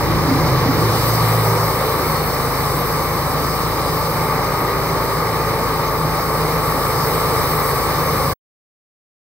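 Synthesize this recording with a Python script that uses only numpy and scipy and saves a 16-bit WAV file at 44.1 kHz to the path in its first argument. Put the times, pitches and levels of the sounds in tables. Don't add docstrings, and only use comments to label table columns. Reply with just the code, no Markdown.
import sys
import numpy as np
from scipy import signal
from scipy.fft import rfft, irfft, next_fast_len
from scipy.io import wavfile

SR = 44100
rng = np.random.default_rng(int(sys.argv[2]) if len(sys.argv) > 2 else 0)


def transcribe(u):
    v = np.clip(np.atleast_2d(u).T, -1, 1)
    q = np.round(v * 32767).astype(np.int16)
    wavfile.write(sys.argv[1], SR, q)


N = 407921
TIME_S = np.arange(N) / SR
SIZE = next_fast_len(N)
HZ = np.arange(SIZE // 2 + 1) * SR / SIZE + 1e-3


def from_db(db):
    return np.exp(np.log(10) / 20 * np.asarray(db))


def rms_one(x):
    return x / np.sqrt(np.mean(x ** 2) + 1e-20)


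def in_time(rows):
    s, *columns = np.transpose(rows)
    return [np.interp(TIME_S, s, column) for column in columns]


def at_hz(points, column):
    rows = np.array(points)
    return np.interp(np.log(HZ), np.log(rows[:, 0] + 1e-3), rows[:, column])


def drift(rate_hz):
    r = np.exp(-80 * np.pi * rate_hz / SR)
    noise = rng.standard_normal(N // 40 + 2002)
    slow = signal.lfilter([1], [1, -2 * r, r * r], noise)[2000:]
    return np.interp(np.arange(N) / 40, np.arange(len(slow)), rms_one(slow))


def resonate(x, hz, width_hz):
    r = np.exp(-np.pi * width_hz / SR)
    feedback = [1, -2 * r * np.cos(2 * np.pi * hz / SR), r * r]
    return signal.lfilter([(1 - r * r) / 2, 0, (r * r - 1) / 2], feedback, x)


def noise_field(spectrum, patchy_db, count):
    coloured = rfft(rng.standard_normal((3, SIZE))) * from_db(at_hz(spectrum, column=1))
    edges = np.geomspace(spectrum[0][0], spectrum[-1][0], count + 1)
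    out, together = 0, drift(1.7)
    for low, high in zip(edges, edges[1:]):
        band = irfft(coloured * ((HZ >= low) & (HZ < high)), SIZE)[:, :N]
        flicker_db = patchy_db * (0.31 * together + drift(8.8))
        out = out + band * from_db(flicker_db)
    return rms_one(out)


# f/Hz, width/Hz, boost/dB
BODY_RESONANCES = [(80.7, 3.5, 8), (112.2, 7, 5.5), (130.4, 3.6, 10), (156.8, 9.1, 10), (391.8, 9.1, 14),
                   (442, 14, 10), (887, 30, 11.5), (1149, 23, 4.5), (1303, 50, 10)]


def body_db(hz):
    grid = np.arange(0, 1500, .25)
    boost_db = sum(db / (1 + (2 * (grid - top_hz) / width_hz) ** 2)
                   for top_hz, width_hz, db in BODY_RESONANCES)
    return np.interp(hz, grid, boost_db)


STRONG_MULTIPLES = (2, 3, 4, 5, 6, 14, 16, 32, 40, 42, 44, 48)
# rms level away from any resonance/dB (before growth and wander),
# gain when bogging/dB, gain when surging/dB
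STRONG_TONE_LEVELS = [(-34, 4, -1), (-41.5, 4, 0), (-39, 11.5, 13.5), (-34, 5, 3), (-40.5, 10, -2.5),
                      (-45, 7, 3.2), (-42, 3, 3.5), (-45.5, -1, 1.5), (-37, -6.5, 0), (-40.5, -1, -1.8),
                      (-36.5, -1, -1.5), (-46.5, -9, -2.5)]
# multiple of the cycle rate, rms level before wander/dB
FAINT_TONES = [(7, -46), (8, -45), (9, -42), (10, -41), (11, -44), (13, -46), (17, -41), (18, -44),
               (20, -41), (22, -44), (28, -41), (29, -43), (30, -42), (33, -44), (34, -42), (38, -43),
               (39, -41), (45, -44), (46, -44)]
WHINE_FROM_MULTIPLE, WHINE_DB_PER_S = 32, 0.535


def exhaust(angle, per_s, bogging, surge):
    growth_db = WHINE_DB_PER_S * TIME_S
    tones = []
    for k, (db, bog_db, surge_db) in zip(STRONG_MULTIPLES, STRONG_TONE_LEVELS):
        effort_db = bog_db * bogging + surge_db * surge
        whine_db = growth_db * (k >= WHINE_FROM_MULTIPLE)
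        tones.append((k, db + effort_db + body_db(k * per_s) + whine_db + 0.95 * drift(2.7)))
    for k, db in FAINT_TONES:
        tones.append((k, db + 2.2 * drift(2.5)))
    starts = rng.uniform(0, 2 * np.pi, len(tones))
    mix = sum(from_db(db) * np.sin(k * angle + start) for (k, db), start in zip(tones, starts))
    return np.sqrt(2) * mix


# f/Hz, relative level per Hz/dB
ROAR_COLOUR = [(300, -25.5), (370, -7), (470, -0.5), (560, -3), (680, -8.5), (880, -4.5), (1010, -5.5),
               (1150, -1.5), (1260, -6.5), (1420, -11), (1850, -12.5), (2220, -14), (2700, -24),
               (3300, -51)]


def engine_roar(angle, roar_db):
    starts = rng.uniform(0, 2 * np.pi, 8)
    clatter = 1 + .045 * sum(np.cos(k * angle + start) for k, start in enumerate(starts, 1))
    return from_db(roar_db) * clatter * noise_field(ROAR_COLOUR, patchy_db=0.6, count=4)


# f/Hz, relative level per Hz/dB
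RUMBLE_COLOUR = [(18, -26), (30, -16), (45, -11), (95, -8), (150, -2.5), (200, -9.5), (280, -9.5),
                 (350, -5.5), (420, -38)]


def engine_rumble(rumble_db):
    return from_db(rumble_db) * noise_field(RUMBLE_COLOUR, patchy_db=0.7, count=2)


HUM_MULTIPLE, HUM_DB, HUM_SURGE_DB = 5.74, -37.5, 9.5


def drive_hum(angle, per_s, surge):
    hum_db = HUM_DB + HUM_SURGE_DB * surge + body_db(HUM_MULTIPLE * per_s)
    return from_db(hum_db + 3.5 * drift(2.6)) * np.sin(HUM_MULTIPLE * angle + 0.46 * drift(5.3))


# t/s, peak level/dB, f/Hz
GROAN_JUDDERS = [(0.276, -15.5, 265), (.31, -9.5, 264), (.35, -11.5, 273), (0.65, -17.5, 247),
                 (0.685, -10.5, 268)]


def groans():
    out, t = np.zeros(N), np.arange(round(.12 * SR)) / SR
    shape = t / .009 * np.exp(1 - t / .009)
    for s, db, hz in GROAN_JUDDERS:
        out[round(s * SR):][:len(t)] += from_db(db) * shape * np.sin(2 * np.pi * hz * t)
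    return out


# f/Hz, relative level per Hz/dB
HISS_COLOUR = [(2300, -2.5), (2650, -7), (3000, -0.5), (3300, -8), (3700, 0), (4800, 1), (5400, 0.5),
               (6000, -7), (6500, -7), (7200, -11.5), (7800, -35)]


def blade_hiss(hiss_db):
    return from_db(hiss_db) * noise_field(HISS_COLOUR, patchy_db=0.96, count=2)


# f/Hz, relative level per Hz/dB
SIZZLE_COLOUR = [(7000, -35.5), (7600, -8.5), (8100, -3.5), (9000, -7), (9600, -7.5), (11500, -7.5),
                 (13000, -0.5), (14200, -1), (14800, -5), (17000, 5)]


def blade_sizzle(sizzle_db):
    return from_db(sizzle_db) * noise_field(SIZZLE_COLOUR, patchy_db=0.9, count=2)


# f/Hz, width/Hz, relative level/dB, left minus right/dB
METAL_RINGS = [(4310, 90, -25, -3), (4845, 80, -24, -6), (5290, 80, -26, 0), (5780, 50, -30, -6),
               (6245, 45, -27, -8), (8210, 60, -24, -8), (8450, 60, -26, -8), (8905, 45, -26, -10),
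               (9135, 60, -28, -6), (11890, 70, -26, 3), (12270, 60, -25, 0), (13040, 110, -21, 6),
               (13960, 120, -21, 5), (14230, 100, -21, 5)]
RINGS_OVER_SIZZLE_DB = 0.1


def blade_rings(sizzle_db):
    out, scrape = 0, rng.standard_normal(N)
    for hz, width_hz, db, pan_db in METAL_RINGS:
        tone = rms_one(resonate(resonate(scrape, hz, width_hz), hz, width_hz))
        wavering = tone * from_db(db + 3.0 * drift(5.0))
        out = out + wavering * from_db([[pan_db / 2], [-pan_db / 2]])
    return from_db(sizzle_db + RINGS_OVER_SIZZLE_DB) * out


# t/s, length/s, f/Hz, peak level/dB
BLADE_SQUEAKS = [(2.097, 0.04, 4300, -35), (2.146, 0.062, 4320, -31.5), (2.235, 0.022, 4320, -34.5),
                 (3.848, .062, 4830, -36), (3.973, .035, 5260, -42), (4.025, .028, 5280, -41)]


def squeaks():
    out = np.zeros(N)
    for s, length_s, hz, db in BLADE_SQUEAKS:
        t = np.arange(round(length_s * SR)) / SR
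        shape = np.sqrt(np.sin(np.pi * t / length_s))
        out[round(s * SR):][:len(t)] += from_db(db) * shape * np.sin(2 * np.pi * hz * t)
    return out


# t/s, length/s, rms level at the height of the puff before the left-right split/dB
WIND_PUFFS = [(3.966, 0.085, -36.5), (4.42, 0.11, -41), (5.013, .14, -34), (7.33, .16, -28.5)]


def wind():
    low_band = signal.butter(2, [35, 130], "band", fs=SR, output="sos")
    air = signal.sosfilt(low_band, rng.standard_normal((2, N)))
    gusts = np.zeros(N)
    for s, length_s, db in WIND_PUFFS:
        count = round(length_s * SR)
        gusts[round(s * SR):][:count] = from_db(db) * np.hanning(count)
    return gusts * rms_one(air) * from_db([[3], [-3]])


# f/Hz, left minus right/dB, likeness (0-1)
PORT_BALANCE = [(25, 10.5, 0.6), (60.2, 7, 0.8), (110, -1, 1), (202, -.5, 0.71), (380, -2, 1),
                (700, -0.5, 0.91), (1240, 5.5, 1), (1642, -6.5, 0), (1950, -2, 0.9), (2600, -4, 0.93),
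                (3343, 1, 0.4), (4700, -4.5, 0.7), (6350, 2, 0.3), (7160, 4, 0), (7650, -2, 0),
                (9200, -5.5, .62), (11300, 7.5, 0.2), (13000, 3.5, 0.5), (15600, 5.5, .1)]
# f/Hz, lead of left over right/rad
LEFT_LEAD = [(0, 0), (300, .2), (700, .35), (1200, 0), (1500, -1.4), (1750, .9), (2200, -.4), (2700, -3.1),
             (3300, -3.3), (4000, -4.8), (5170, -3.8), (9130, -3.8), (10400, -5.6), (11200, -3.2),
             (12700, -2.6), (15400, -.5)]


def ports(direct, scattered):
    side = np.array([[.5], [-.5]])
    alike = np.clip(at_hz(PORT_BALANCE, column=2), 0, 1)
    lead_rad = np.interp(HZ, *np.transpose(LEFT_LEAD))
    turned = rfft(direct, SIZE) * np.exp(1j * side * lead_rad)
    mix = np.sqrt(alike) * turned + np.sqrt(1 - alike) * rfft(scattered, SIZE)
    return irfft(mix * from_db(side * at_hz(PORT_BALANCE, column=1)), SIZE)[:, :N]


# t/s, engine cycles per second/Hz
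ENGINE_SPEED = [(0.0, 26.8), (0.35, 26.52), (0.55, 26.14), (0.68, 25.7), (0.76, 27.3), (0.96, 28.7),
                (1.08, 28.92), (1.5, 28.03), (2.1, 27.06), (2.4, 26.7), (2.75, 26.56), (3.3, 26.94),
                (4.1, 27.62), (4.75, 28.04), (5.1, 27.91), (5.45, 27.68), (6.3, 27.45), (7.3, 27.45),
                (7.85, 27.32), (8.05, 27.1), (8.33, 26.5)]
# t/s, bogging (0-1), surge (0-1), rumble level/dB
ENGINE_EFFORT = [(0, 1, 0, -21), (.66, 0.7, 0.1, -22), (.8, 0, .99, -21), (1.1, 0.1, 1, -26),
                 (1.5, 0.04, 0.97, -29.5), (1.85, 0, 0.14, -28.5), (7.9, 0.06, 0, -28.5),
                 (8.33, .4, 0.1, -26)]
# t/s, engine roar level before clatter/dB, blade hiss level/dB, blade sizzle level/dB
NOISE_LEVELS = [(0, -21, -30.5, -31), (.7, -20, -29.5, -31), (1.02, -20, -28.5, -24.5),
                (2.0, -20.5, -31.5, -26.5), (2.9, -22, -32.5, -28), (4.0, -22, -32, -28.5),
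                (4.5, -21, -33, -30), (6.0, -21.5, -33.5, -30), (6.8, -21, -31.5, -27),
                (7.5, -20.5, -31, -26), (8.33, -21, -31.5, -27)]


def scene():
    per_s, = in_time(ENGINE_SPEED)
    bogging, surge, rumble_db = in_time(ENGINE_EFFORT)
    roar_db, hiss_db, sizzle_db = in_time(NOISE_LEVELS)
    angle = 2 * np.pi * np.cumsum(per_s) / SR
    tones = exhaust(angle, per_s, bogging, surge) + drive_hum(angle, per_s, surge) + groans()
    field = engine_roar(angle, roar_db) + engine_rumble(rumble_db)
    field += blade_hiss(hiss_db) + blade_sizzle(sizzle_db)
    machine = ports(field[0] + tones, field[1:])
    return machine + blade_rings(sizzle_db) + squeaks() + wind()


STOP_S, CUTOFF_HZ = 8.338, 15720


def record(dry):
    running = np.clip((STOP_S - TIME_S) / 0.013, 0, 1)
    top_cut = signal.ellip(14, .3, 80, CUTOFF_HZ, fs=SR, output="sos")
    return signal.sosfilt(top_cut, np.tanh(dry) * running)


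dry = scene()
out = record(dry)
transcribe(out)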